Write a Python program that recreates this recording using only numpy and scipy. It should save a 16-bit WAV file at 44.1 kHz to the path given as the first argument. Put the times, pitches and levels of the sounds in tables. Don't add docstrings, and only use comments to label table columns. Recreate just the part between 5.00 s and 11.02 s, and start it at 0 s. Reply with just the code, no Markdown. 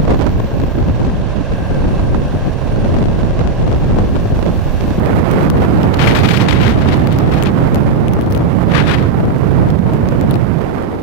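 import sys
import numpy as np
from scipy import signal
from scipy.fft import rfft, irfft, next_fast_len
from scipy.io import wavfile
from scipy.ndimage import uniform_filter1d

SR = 44100
rng = np.random.default_rng(int(sys.argv[2]) if len(sys.argv) > 2 else 0)


def wav_out(sig):
    wavfile.write(sys.argv[1], SR, np.round(np.clip(np.atleast_2d(sig).T, -1, 1) * 32767).astype(np.int16))


N = 265570
TIME = np.arange(N) / SR

# start_s [s], rumble_db [dB], roar_db [dB]
LEFT_WIND = [(0, -17, -22.5), (0.2, -16, -22.5), (0.27, -27, -32), (0.36, -13.5, -19.0), (0.62, -13, -17),
             (0.68, -18.5, -21), (0.82, -13, -19.0), (0.95, -21.5, -24), (1.03, -14, -16.5),
             (1.38, -23, -23), (1.6, -15, -20.5), (2.44, -18.0, -18.5), (2.54, -19, -23.5),
             (2.64, -19, -21), (2.9, -14.0, -22), (3.02, -18.5, -21), (3.4, -13.5, -18.5),
             (3.5, -25.5, -29.5), (3.8, -19, -22), (4.12, -22, -24.0), (4.28, -11.0, -20),
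             (4.38, -23.5, -27.5), (4.7, -15.0, -20), (4.78, -24, -28), (4.88, -19, -21),
             (5.23, -20.5, -23.5), (5.32, -14.5, -17), (5.48, -29.5, -36), (5.72, -26, -23),
             (6.02, -27.5, -25.5)]
RIGHT_WIND = [(0, -12.5, -15.0), (0.44, -13, -13), (0.53, -12.5, -17.5), (0.62, -11.0, -13.5),
              (1.55, -9.5, -16.0), (2.15, -11.0, -16.5), (2.65, -11.5, -15.5), (3.1, -12, -17.5),
              (3.33, -16.5, -20), (3.49, -10.5, -16.0), (4.08, -11.5, -16.5), (4.25, -15.5, -18),
              (4.58, -9.0, -16), (4.83, -10.5, -19), (4.91, -12, -17.0), (5.55, -11.5, -17.5),
              (5.65, -20.0, -16.5), (6.02, -24.5, -20)]
# start_s [s], hiss_db [dB], brightness_db [dB]
LONG_GUST = [(0.96, -44, 0), (1.0, -27.5, -1), (1.38, -28.5, 6), (1.6, -25, -1), (1.8, -34, 1.5),
             (2.1, -39, 1.5), (2.44, -36, 1), (2.52, -54, 0)]
SHORT_GUST = [(3.66, -46, -1), (3.72, -24.5, -0.5), (3.97, -33, 1.5), (4.06, -34, 0.5), (4.12, -52, 0)]
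# start_s [s], length_s [s] up to the release, hiss_db [dB], spray_db [dB]
PUFFS = [(0.984, 0.13, -17, -25.5), (1.145, 0.039, -16.5, -21.5), (1.231, 0.018, -15.5, -25),
         (1.265, 0.11, -20.5, -25), (1.396, 0.018, -17.5, -29), (1.478, 0.049, -17.5, -34),
         (1.595, 0.11, -21.5, -31), (1.797, 0.03, -24.5, -43), (1.868, .02, -21.5, -38),
         (1.908, 0.027, -22, -38), (2.103, 0.03, -28.5, -41), (2.307, 0.074, -28.5, -38),
         (2.448, 0.023, -21, -42), (3.721, 0.089, -15.5, -40), (3.85, 0.1, -18, -37), (3.97, .02, -22, -55)]
# centre_s [s], level_db [dB], decay_s [s]
GRAINS = [(0.06, -5.5, 0.00036), (0.314, -2, 0.00028), (0.5014, 4, 0.00017), (0.8324, -1.5, 0.00083),
          (0.943, 5, .0033), (2.073, 0.5, 0.00092), (2.127, -5, .0003), (2.1877, -3.5, 0.00015),
          (2.426, 3, 0.00051), (2.436, 1.5, 0.00027), (2.746, -5, 0.000081), (2.758, -1, 0.0005),
          (3.083, -5.5, 0.00034), (3.136, -5.5, .0002), (3.212, -8, 0.00018), (3.325, -5, .00025),
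          (3.349, -7, .0003), (4.704, -5, 0.0013), (4.9357, -7.5, .0004), (5.088, -7, 0.00015),
          (5.2123, -5.5, 0.0004), (5.311, 1.5, .00026), (5.342, -6, 0.00047), (5.357, -4, 0.00084)]
# pitch_hz [Hz], level_db [dB per Hz]
LEFT_RUMBLE = [(10, -24), (20, -32), (40, -8), (75, 0.5), (150, 0.5), (230, -6), (330, -14), (600, -44),
               (1500, -82)]
RIGHT_RUMBLE = [(10, -36), (20, -22), (40, -10.5), (75, -3), (125, 0.5), (190, -2.5), (280, -11),
                (450, -25.5), (1500, -70)]
# pitch_hz [Hz], level_db [dB per Hz]
LEFT_ROAR = [(40, -25), (160, -6.5), (300, 2.5), (500, -2.5), (1000, -13), (2000, -29), (3500, -41),
             (6000, -54), (16000, -59)]
RIGHT_ROAR = [(40, -9), (160, -4.5), (300, 0.5), (500, -4), (1000, -12.5), (2000, -23), (3500, -35.5),
              (5000, -42.5), (7000, -48), (10000, -51), (13000, -48.5), (16000, -67)]
# pitch_hz [Hz], level_db [dB per Hz]
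LONG_HISS = [(150, -5), (500, 0.5), (1000, 3), (2100, 2), (3300, -3.5), (4400, -9.5), (6000, -18.5),
             (9000, -28), (16000, -39)]
SHORT_HISS = [(150, -15), (500, -0.5), (900, 0.5), (1700, 2), (2500, -3.5), (3400, -7), (4600, -15),
              (6500, -26.5), (10000, -33), (16000, -45)]
# pitch_hz [Hz], level_db [dB per Hz]
FIZZ = [(500, -17), (2000, 6), (4000, 4.5), (7000, -9), (10000, -12), (13000, -8.5), (16000, -15)]
# pitch_hz [Hz], gain_db [dB]
TICK = [(200, 6), (1000, 11), (2500, 9), (5000, -0.5), (10000, -1.5), (14000, 1), (16000, 1)]
# pitch_hz [Hz], level_db [dB per Hz]
DRIFT = [(200, -4), (1000, 4), (3500, -9), (5000, -9.5), (7000, -18.5), (12000, -15), (16000, -27)]

HARD_GRAIN_S, HARD_TREBLE_DB, DULL_DB_PER_DOUBLING = 0.00019, -3.5, -3
SMALL_GRAIN_S, SMALL_SPREAD_DB = 0.00023, 3
STRAY_DB, STRAY_FOLLOW = -14.5, 0.61
FLURRY_START_S, FLURRY_LENGTH_S, FLURRY_DB = 3.295, 0.095, -11
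EDGE_HZ = 15900


def buffeting(wind, rumble_spectrum, roar_spectrum, rumble_db, roar_db, surge_db, surge_hz,
              flutter_db, flutter_hz, ride_db, brighten, corner_hz):
    large_db, small_db = curves(wind) + surge_db * np.tanh(flutter(surge_hz))
    push = steadied(noise(rumble_spectrum), seconds=0.14)

    eddies_db = flutter_db * flutter(flutter_hz) - ride_db * np.tanh(push)
    eddies = evened(gain_of(eddies_db))
    roar = steadied(noise(roar_spectrum), seconds=0.053)
    roar = roar * eddies * gain_of(small_db + roar_db)

    speed_db = small_db - np.median(small_db) + 20 * np.log10(eddies)
    treble_gain = gain_of(brighten * speed_db)
    roar = roar + highs(roar, corner_hz) * (treble_gain - 1)
    return push * gain_of(large_db + rumble_db) + roar


def gust(swell, hiss_db, spectrum, level_db, tear_db, tear_hz, patch_db):
    during = (TIME > swell[0][0]) & (TIME < swell[-1][0])
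    blowing = uniform_filter1d(during.astype(float), size=400)
    _, bright_db = curves(swell)
    hiss = noise(spectrum)
    treble_gain = gain_of(bright_db + patch_db * flutter(rate_hz=140))
    hiss = hiss + highs(hiss, corner_hz=2600) * (treble_gain - 1)
    torn = hiss * gain_of(tear_db * flutter(tear_hz))
    return steadied(torn, seconds=0.048) * blowing * gain_of(hiss_db + level_db)


def gust_level(swell, attack_s, release_s):
    swell_db, _ = curves(swell)
    power = gain_of(swell_db) ** 2
    for start_s, length_s, hiss_db, _ in PUFFS:
        if swell[0][0] < start_s < swell[-1][0]:
            shape = puff(start_s, length_s, attack_s, release_s)
            power = power + (gain_of(hiss_db) * shape) ** 2
    return 10 * np.log10(power)


def puff(start_s, length_s, attack_s, release_s):
    age = np.maximum(TIME - start_s, 0)
    attack = np.minimum(age / attack_s, 1)
    release = np.exp(-np.maximum(age - length_s, 0) / release_s)
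    return attack * release


def spindrift(level_db, follow, spray_db, attack_s, release_s, burst_db, burst_hz):
    _, roar_db = curves(LEFT_WIND)
    wind_db = roar_db - np.median(roar_db)
    bursts = evened(gain_of(burst_db * np.minimum(flutter(burst_hz), 2.5)))
    flow = bursts * gain_of(level_db + follow * wind_db)
    spray = np.zeros(N)
    for start_s, length_s, _, puff_db in PUFFS:
        spray += gain_of(puff_db + spray_db) * puff(start_s, length_s, attack_s, release_s)
    return noise(FIZZ) * (flow + spray * np.sqrt(bursts))


def snow_ticks(level_db, knock_db, knock_s):
    ticks, knocks = np.zeros((2, N))
    t = np.arange(-512, 512) / SR
    strays = scattered(0, N / SR, STRAY_DB, STRAY_FOLLOW, count=18)
    flurry = scattered(FLURRY_START_S, FLURRY_LENGTH_S, FLURRY_DB, 0, count=8)
    for centre_s, db, decay_s in GRAINS + strays + flurry:
        bright_db = HARD_TREBLE_DB + DULL_DB_PER_DOUBLING * np.log2(decay_s / HARD_GRAIN_S)
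        crack = rng.standard_normal(len(t)) * np.exp(-abs(t) / decay_s)
        crack = crack / np.linalg.norm(crack)
        crack = coloured(crack, [(5000, 0), (10000, bright_db)])
        add(ticks, centre_s, gain_of(db + level_db) * crack)

        u = np.maximum(t, 0) / knock_s
        kick = (t > 0) * (u - 1) * np.exp(-u)
        add(knocks, centre_s, gain_of(db + knock_db) * kick)
    return coloured(ticks, TICK) + knocks


def scattered(start_s, length_s, level_db, follow, count):
    place, strength, size = rng.random((count, 3)).T
    times = start_s + length_s * (np.arange(count) + place) / count
    _, roar_db = curves(LEFT_WIND)
    wind_db = np.interp(times, TIME, roar_db - np.median(roar_db))
    db = level_db + follow * wind_db + SMALL_SPREAD_DB * (2 * strength - 1)
    decay_s = SMALL_GRAIN_S * 2 ** (size - 0.5)
    return list(zip(times, db, decay_s))


def ground_drift(level_db):
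    return np.array([noise(DRIFT), noise(DRIFT)]) * gain_of(level_db)


def gain_of(db):
    return 10 ** (np.asarray(db) / 20)


def evened(x):
    return x / np.sqrt(np.mean(x ** 2) + 1e-20)


def curves(rows):
    s, *columns = np.transpose(rows)
    return [np.interp(TIME, s, column) for column in columns]


def coloured(x, spectrum):
    hz, db = np.transpose(spectrum)
    size = next_fast_len(len(x))
    bins = np.fft.rfftfreq(size, 1 / SR)
    bin_db = np.interp(np.log(bins + 1), np.log(hz), db)
    return irfft(rfft(x, size) * gain_of(bin_db), size)[:len(x)]


def noise(spectrum):
    return evened(coloured(rng.standard_normal(N), spectrum))


def flutter(rate_hz):
    size = next_fast_len(N)
    ratio = np.fft.rfftfreq(size, 1 / SR) / rate_hz
    band = ratio / (ratio + 0.2) / (1 + ratio ** 2)
    return evened(irfft(rfft(rng.standard_normal(size)) * band, size)[:N])


def steadied(x, seconds):
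    size = max(int(seconds * SR), 64)
    power = uniform_filter1d(uniform_filter1d(x ** 2, size), size)
    return x / np.sqrt(power + 1e-12)


def highs(x, corner_hz):
    sos = signal.butter(1, min(corner_hz, SR / 3), "high", fs=SR, output="sos")
    return signal.sosfiltfilt(sos, x)


def add(mix, centre_s, sound):
    start = max(round(centre_s * SR) - len(sound) // 2, 0)
    part = mix[start:][:len(sound)]
    part += sound[:len(part)]


def scene():
    left = buffeting(LEFT_WIND, LEFT_RUMBLE, LEFT_ROAR, rumble_db=0.4, roar_db=0.0,
                     surge_db=2.0, surge_hz=8.6, flutter_db=2.5, flutter_hz=30.5,
                     ride_db=2.2, brighten=0.83, corner_hz=1200)
    right = buffeting(RIGHT_WIND, RIGHT_RUMBLE, RIGHT_ROAR, rumble_db=1.15, roar_db=0.5,
                      surge_db=0.94, surge_hz=6.7, flutter_db=0.77, flutter_hz=39.4,
                      ride_db=1.6, brighten=0.86, corner_hz=1100)
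    long_db = gust_level(LONG_GUST, attack_s=0.013, release_s=0.013)
    short_db = gust_level(SHORT_GUST, attack_s=0.033, release_s=0.0093)
    left = left + gust(LONG_GUST, long_db, LONG_HISS, level_db=3.0,
                       tear_db=2.5, tear_hz=45, patch_db=3.2)
    left = left + gust(SHORT_GUST, short_db, SHORT_HISS, level_db=2.5,
                       tear_db=2.2, tear_hz=60, patch_db=-2.5)
    left = left + spindrift(level_db=-51.5, follow=1.3, spray_db=-2.0, attack_s=0.019,
                            release_s=0.024, burst_db=8.5, burst_hz=110)
    left = left + snow_ticks(level_db=1.2, knock_db=-20, knock_s=0.0006)
    return np.array([left, right]) + ground_drift(level_db=-47)


def record(dry):
    limited = dry / (1 + dry ** 6) ** (1 / 6)
    lowpass = signal.firwin(511, EDGE_HZ, window=("kaiser", 9), fs=SR)
    return signal.oaconvolve(limited, lowpass[None], "same")


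dry = scene()
out = record(dry)
wav_out(out)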